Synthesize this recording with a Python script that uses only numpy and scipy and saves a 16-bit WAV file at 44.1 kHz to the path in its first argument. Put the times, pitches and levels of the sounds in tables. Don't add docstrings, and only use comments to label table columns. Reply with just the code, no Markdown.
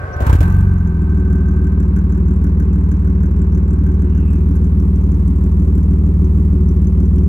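import sys
import numpy as np
from scipy import signal
from scipy.fft import rfft, irfft
from scipy.io import wavfile
from scipy.ndimage import uniform_filter1d

SR = 44100
rng = np.random.default_rng(int(sys.argv[2]) if len(sys.argv) > 2 else 0)


def wrap_up_sound(samples):
    columns = np.atleast_2d(samples).T
    tamed = np.clip(columns, -1, 1)
    steps = np.round(tamed * 32767).astype(np.int16)
    wavfile.write(sys.argv[1], SR, steps)


N = 321048
T = np.arange(N) / SR
HZ = np.fft.rfftfreq(N, 1 / SR)


def amp(db):
    return 10 ** (np.asarray(db) / 20)


def unit_rms(x):
    return x / np.sqrt(np.mean(x ** 2) + 1e-20)


def spectrum(rows):
    hz, value = np.transpose(rows)
    return np.interp(np.log(HZ + 1), np.log(hz + 1), value)


def band(hz, width_hz):
    return 1 / (1 + (2 * (HZ - hz) / width_hz) ** 2)


def swell(centre_s, length_s, t=T):
    return np.exp(-(2 * (t - centre_s) / length_s) ** 2)


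def wander(rate_hz):
    return unit_rms(uniform_filter1d(rng.standard_normal(N), SR // rate_hz))


def tones(rows, waver_hz):
    out = np.zeros(N)
    for hz, db in rows:
        cycles = np.cumsum(hz + waver_hz * wander(rate_hz=30)) / SR
        out += amp(db) * np.sqrt(2) * np.sin(2 * np.pi * cycles)
    return out


def strike(times, gains, response):
    train = np.zeros(N)
    np.add.at(train, np.clip(np.round(times * SR).astype(int), 0, N - 1), gains)
    return signal.oaconvolve(train, response)[:N]


def puffs(times, gains, rise_s, decay_s):
    t = T[:SR // 5]
    shape = (1 - np.exp(-(t / rise_s) ** 2)) * np.exp(-t / decay_s)
    return strike(times, gains, shape / shape.max())


def nearness(start_s=4.1, time_constant_s=1):
    return 1 - np.exp(-np.maximum(T - start_s, 0) / time_constant_s)


def ports(x, lag_ms):
    return np.array([x, np.interp(T - lag_ms / 1000, T, x)])


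# freq_hz, coherence
PORT_COHERENCE = [(100, 0.92), (350, 0.99), (700, 0.81), (1400, 0.58), (2800, 0.4), (6000, 0.1), (14000, 0)]
# freq_hz, left_minus_right_db
PORT_BALANCE = [(500, 0), (1300, -2.5), (3500, 0), (6000, 6.5), (7500, 4), (9000, 0.7)]

def noise(gain, lag_ms=0.3756):
    left, independent = rfft(rng.standard_normal((2, N)))
    coherence = np.clip(spectrum(PORT_COHERENCE), 0, 1)
    right = coherence * left + np.sqrt(1 - coherence ** 2) * independent
    lean = amp(spectrum(PORT_BALANCE) / 2)
    delay = np.exp(-2j * np.pi * HZ * lag_ms / 1000)
    return unit_rms(irfft(gain * np.array([left * lean, right * delay / lean]), N))


# time_s, speed_rpm
CRANK_SPEED = [(0.41, 849.9), (0.58, 960.6), (1.08, 774.7), (2.15, 743.9), (2.5, 762.2), (3.3, 755.3),
               (4.35, 774.6), (5.3, 745.9), (5.8, 772.1), (6.45, 774.4), (6.85, 752.3), (7.28, 788.3)]

def rpm(times=T):
    return np.interp(times, *np.transpose(CRANK_SPEED))


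RUN_START_S = 0.4062
# boom_db, spit_db
CYLINDER_OFFSETS = [(3.16, -1.5), (7.5, -6.5), (2.85, -2), (9, 4), (1.77, -0.5), (6, -4.5)]

def firings():
    count = 3 * np.cumsum(rpm() / 60 * (T >= RUN_START_S)) / SR
    number = np.arange(1, int(count[-1]) + 1)
    return np.interp(number, count, T), number % len(CYLINDER_OFFSETS)


def firing_db(times, idle_db, pull_db, near_db, full_pull_rpm_per_s=770, lag_s=0.053):
    pole = np.exp(-1 / (lag_s * SR))
    pull = signal.lfilter([1 - pole], [1, -pole], np.gradient(rpm(), T)) / full_pull_rpm_per_s
    return np.interp(times, T, idle_db + pull_db * pull + near_db * nearness())


def throb(times):
    return unit_rms(puffs(times, 1, rise_s=0.002, decay_s=0.025))


def pipe_ring(modes, valve_s=0.00045):
    t = T[:SR // 3]
    ring = sum(-(-1) ** k * amp(db) * np.exp(-np.pi * width_hz * t) * np.sin(2 * np.pi * hz * t)
               for k, (hz, width_hz, db) in enumerate(modes))
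    pole = np.exp(-1 / (valve_s * SR))
    return signal.lfilter([(1 - pole) ** 2], np.poly([pole, pole]), ring)


# centre_s, length_s, pitch_hz, width_hz, glide_hz_per_s, level_db
SQUEAK_EVENTS = [(0.139, 0.021, 5760, 300, 0, -47), (0.838, 0.021, 8400, 200, -1.5, -68),
                 (2.702, 0.05, 2860, 110, -15000, -58), (4.272, 0.39, 2630, 400, -1100, -56),
                 (5.28, 0.015, 9500, 6050, -6, -51.5), (6.954, 0.0059, 2350, 1830, 0, -54),
                 (7.185, 0.009, 2910, 890, 5, -52.5)]

def squeaks():
    out = np.zeros((2, N))
    for centre_s, length_s, hz, width_hz, glide_hz_per_s, db in SQUEAK_EVENTS:
        glide = np.exp(1j * np.pi * glide_hz_per_s * (T - centre_s) ** 2)
        squeak = (signal.hilbert(noise(band(hz, width_hz))) * glide).real
        out += amp(db) * swell(centre_s, length_s) * squeak
    return out


# freq_hz, density_db
HISS_SPECTRUM = [(1200, -5.5), (2500, 1.5), (4000, 0), (5000, -5), (6300, -3.5), (9500, -1), (11500, 0),
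                 (16000, -6)]

def hiss_and_tappets(far_db=-75, near_db=-62, waver_db=0.7, tappet_db=-61, tappet_delay_s=0.019):
    times, cylinder = firings()
    tick_times = times[np.isin(cylinder, (2, 3))] + tappet_delay_s
    ticks = puffs(tick_times, amp(tappet_db), rise_s=0.0003, decay_s=0.00087)
    hiss = amp(far_db) + amp(near_db) * nearness() ** 0.25
    hiss *= amp(waver_db * wander(rate_hz=4)) * unit_rms(1 + 0.56 * throb(times))
    return noise(amp(spectrum(HISS_SPECTRUM))) * (hiss + ticks)


# freq_hz, density_db
BLOCK_SPECTRUM = [(100, -12.5), (480, -3), (700, -5.5), (900, 4.5), (1120, 5.5), (1400, -3.5), (1900, -7.5),
                  (2700, -16), (3400, -27.5), (4000, -22.5), (4900, -32.5), (6200, -31.5), (9000, -31.5),
                  (16000, -33)]

def block_clatter(idle_db=-42.5, calm_db_per_s=0.4, shake_db=-18, shake_s=0.28, shake_decay_s=0.093,
                  rattle_decay_s=0.043):
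    times, cylinder = firings()
    grain = noise(amp(spectrum(BLOCK_SPECTRUM)), lag_ms=0.31)
    span = SR // 8
    fade = np.exp(-T[:span] / rattle_decay_s)
    rattle = np.zeros((2, N))
    for k in range(len(CYLINDER_OFFSETS)):
        own_rattle = grain[:, k * span:(k + 1) * span] * fade
        rattle += [strike(times[cylinder == k], 1, port) for port in own_rattle]
    wash = grain * (1 + throb(times))
    shake = amp(shake_db) * np.exp(-np.maximum(T - shake_s, 0) / shake_decay_s)
    onset = swell(shake_s, length_s=0.081, t=np.minimum(T, shake_s))
    level = (amp(idle_db - calm_db_per_s * T) + shake) * onset
    return unit_rms(unit_rms(wash) + 1.2 * unit_rms(rattle)) * level


# pitch_hz, relative_db
FLYWHEEL_MODES = [(722, -13), (1160, -12), (1258, -11.5), (1545, -9)]

def flywheel(start_db=-36, hold_s=0.45, fade_db_per_s=24.5, swell_db=-45, idle_db=-62.5, shade_db=-20):
    ring = ports(tones(FLYWHEEL_MODES, waver_hz=7), lag_ms=0.16)
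    ring += 0.84 * noise(band(FLYWHEEL_MODES[-1][0], width_hz=60), lag_ms=0.16)
    level = amp(start_db - fade_db_per_s * np.maximum(T - hold_s, 0))
    level += amp(swell_db) * swell(centre_s=1.41, length_s=0.66)
    level += amp(idle_db + shade_db * nearness())
    return ring * level


# freq_hz, density_db
GRIND_SPECTRUM = [(40, 17.5), (110, 10), (250, -3.5), (480, 1.5), (740, -3.5), (900, -4.5), (1130, -7.5),
                  (1400, -3), (2000, -13.5), (3000, -28.5), (6000, -38.5), (12000, -46.5)]
# pitch_hz, level_db
GEAR_WHINE = [(570, -42.5), (745, -43), (1100, -43)]

def starter(grind_db=-24.5, strain_db=5, release_s=0.31, run_down_db_per_s=212):
    strain = strain_db * swell(centre_s=0.24, length_s=0.059)
    run_down = run_down_db_per_s * np.maximum(T - release_s, 0)
    grind = amp(grind_db) * noise(amp(spectrum(GRIND_SPECTRUM)))
    whine = ports(tones(GEAR_WHINE, waver_hz=22), lag_ms=0.16)
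    return (grind + whine) * amp(strain - run_down)


# start_s, pitch_hz, width_hz, level_db
CLANK_EVENTS = [(.204, 430, 150, -19), (.204, 680, 400, -20.5), (.299, 900, 250, -20.5),
                (.407, 500, 500, -20)]

def clanks():
    return sum(noise(band(hz, width_hz)) * puffs(np.array([s]), amp(db), rise_s=0.00086, decay_s=0.013)
               for s, hz, width_hz, db in CLANK_EVENTS)


# freq_hz, density_db
SPUTTER_SPECTRUM = [(1000, -1), (2500, 2), (4000, -3), (5200, -9), (7600, -3), (10000, -2), (15000, 1)]

def sputter(start_db=-42.5, fade_db_per_s=20, clear_s=0.65, clear_ramp_s=0.02, delay_s=0.0025):
    times, _ = firings()
    uncleared = (1 - np.tanh((times - clear_s) / clear_ramp_s)) / 2
    gains = amp(start_db - fade_db_per_s * (times - RUN_START_S)) * uncleared
    bursts = puffs(times + delay_s, gains, rise_s=0.0025, decay_s=0.006)
    return noise(amp(spectrum(SPUTTER_SPECTRUM))) * bursts


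# start_s, boom_db, blast_relative_db
COUGH_EVENTS = [(0.036, -9, -55), (0.08, -9, -59), (0.161, -6, -38), (0.203, -5, -27), (0.22, 2, -31),
                (.264, 6, -21.5), (0.294, 8, -23), (0.327, 8.5, -19), (0.35, 8, -27), (.385, 3.5, -34),
                (.404, 8, -20.5), (0.427, 2, -27)]
# freq_hz, density_db
BLAST_SPECTRUM = [(100, 20), (420, 6), (900, -31), (1500, 3), (2200, -9.5), (3500, -15), (5000, -22.5),
                  (7500, -18), (10000, -23.5), (16000, -20)]

def coughs(blast_gain_db=7):
    times, boom_db, blast_db = np.transpose(COUGH_EVENTS)
    modes = [(72, 24, -4), (135, 60, -12), (290, 55, -19)]  # pitch_hz, width_hz, level_db
    boom = strike(times, amp(boom_db), pipe_ring(modes))
    bursts = puffs(times, amp(blast_db + blast_gain_db), rise_s=0.002, decay_s=0.011)
    return ports(boom, lag_ms=0.1) + noise(amp(spectrum(BLAST_SPECTRUM))) * bursts


# freq_hz, density_db
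SPIT_SPECTRUM = [(1000, -9.5), (1850, 2), (3000, -7.5), (5000, -13.5), (5900, -5), (6900, -2), (7700, -5.5),
                 (8700, -6.5), (12000, -4), (16000, -7)]
# pitch_hz, width_hz, relative_db
METAL_MODES = [(5790, 390, -19.5), (6400, 990, -15.5), (7580, 550, -18)]
# start_s, level_db
SHARP_SPIT_EVENTS = [(1.323, -59), (1.962, -49.5), (2.171, -56), (2.438, -53.5), (2.594, -54), (3.231, -57),
                     (3.862, -57), (4.551, -49.5), (5.776, -57.5), (7.002, -63), (7.156, -54)]

def spits(delay_s=0.0024, spread_db=1.8, gas_gain_db=-5, ring_gain_db=0.5, ring_spread_db=5,
          knock_gain_db=-0.5, sharp_knock_gain_db=9, shade_db=-12):
    times, cylinder = firings()
    starts = times + delay_s
    scatter = rng.standard_normal((len(times), 1 + len(METAL_MODES)))
    db = firing_db(times, idle_db=-47.5, pull_db=6.7, near_db=-0.56)
    db += np.array(CYLINDER_OFFSETS)[cylinder, 1] + spread_db * scatter[:, 0]
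    sharp_times, sharp_db = np.transpose(SHARP_SPIT_EVENTS)
    bursts = puffs(starts, amp(db + gas_gain_db), rise_s=0.0017, decay_s=0.0022)
    bursts += puffs(sharp_times, amp(sharp_db), rise_s=0.0034, decay_s=0.011)
    out = noise(amp(spectrum(SPIT_SPECTRUM))) * bursts
    for k, (hz, width_hz, mode_db) in enumerate(METAL_MODES, start=1):
        gains = amp(db + mode_db + ring_gain_db + ring_spread_db * scatter[:, k])
        out += noise(band(hz, width_hz)) * puffs(starts, gains, rise_s=0.00073, decay_s=0.0098)
    knock = puffs(starts, amp(db), rise_s=0.0036, decay_s=0.012)
    knock += puffs(sharp_times, amp(sharp_db + sharp_knock_gain_db), rise_s=0.0047, decay_s=0.018)
    knock *= amp(knock_gain_db + shade_db * nearness())
    return out + noise(band(hz=1540, width_hz=220)) * knock


# freq_hz, density_db
RUSH_SPECTRUM = [(30, -18.5), (70, -11.5), (130, -10), (185, 0), (235, -9.5), (285, -4.5), (325, -14),
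                 (372, -5.5), (430, -17), (600, -28.5), (1000, -48), (3000, -80.5)]

def gas_rush(times, flare, flare_db=-6):
    db = firing_db(times, idle_db=-34, pull_db=4.5, near_db=0.8) + flare_db * flare
    bursts = puffs(times, amp(db), rise_s=0.0029, decay_s=0.058)
    return noise(amp(spectrum(RUSH_SPECTRUM)), lag_ms=0.33) * bursts


# delay_s, length_s, pitch_hz, level_db
GURGLE_NOTES = [(0.026, 0.036, 282, -23), (0.057, 0.046, 370.8, -31.5), (.117, 0.024, 280, -32.5),
                (0.139, 0.031, 381, -34)]

def gurgle(times, gains):
    t = T[:SR // 8]
    notes = sum(amp(db) * swell(delay_s, length_s, t) * np.cos(2 * np.pi * hz * (t - delay_s))
                for delay_s, length_s, hz, db in GURGLE_NOTES)
    return strike(times, gains, notes)


# pitch_hz, width_hz, level_db
PIPE_A_MODES = [(76.56, 11.5, -6), (181.3, 60.6, -5.5), (213.2, 38, -8), (256, 270, -30), (362.8, 8.6, -30),
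                (430, 50, -50)]
PIPE_B_MODES = [(52.6, 9.9, -16.5), (171.2, 23.8, -11.5), (194, 19.2, -16.5), (291, 14, -31.5),
                (374.8, 12, -33.5), (588.6, 7.6, -49.5)]
# pitch_hz, width_hz, level_db
DRONE_MODES = [(90, 23.3, -5.5), (195, 20, -13)]

def exhaust(jitter_s=0.00015, spread_db=0.35, flare_db=-3, trap_hz=130, trap_width_hz=22,
            rough_cylinder=3, gurgle_jitter_s=0.0007):
    times, cylinder = firings()
    level_scatter, time_scatter, gurgle_scatter = rng.standard_normal((len(times), 3)).T
    times = times + jitter_s * time_scatter
    flare = np.interp(rpm(times), [790, 930], [0, 1])
    db = firing_db(times, idle_db=-1.4, pull_db=1.1, near_db=0.93)
    force = amp(db + flare_db * flare + spread_db * level_scatter)
    gains = force * amp(np.array(CYLINDER_OFFSETS)[cylinder, 0])
    side = cylinder % 2
    boom = strike(times, gains * (1 - side), pipe_ring(PIPE_A_MODES))
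    boom += strike(times, gains * side, pipe_ring(PIPE_B_MODES))
    chamber_trap = signal.iirnotch(trap_hz, trap_hz / trap_width_hz, SR)
    boom = signal.lfilter(*chamber_trap, boom)
    boom += strike(times, flare, pipe_ring(DRONE_MODES))
    rough_gains = force * (1 - flare) * (cylinder == rough_cylinder)
    boom += gurgle(times + gurgle_jitter_s * gurgle_scatter, rough_gains)
    return ports(boom, lag_ms=0.19) + gas_rush(times, flare)


def scene():
    tailpipes = exhaust() + spits() + coughs() + sputter()
    return tailpipes + clanks() + starter() + flywheel() + block_clatter() + hiss_and_tappets() + squeaks()


def record(dry, low_hz=40, knee=0.9, top_hz=15850):
    x = signal.sosfiltfilt(signal.butter(3, low_hz, "high", fs=SR, output="sos"), dry)
    over = np.maximum(abs(x) - knee, 0)
    rounded = (1 - knee) * np.tanh(over / (1 - knee))
    x = x + np.sign(x) * (rounded - over)
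    lowpass = signal.firwin(511, top_hz, window=("kaiser", 9), fs=SR)
    return signal.oaconvolve(x, lowpass[None], "same")


dry = scene()
out = record(dry)
wrap_up_sound(out)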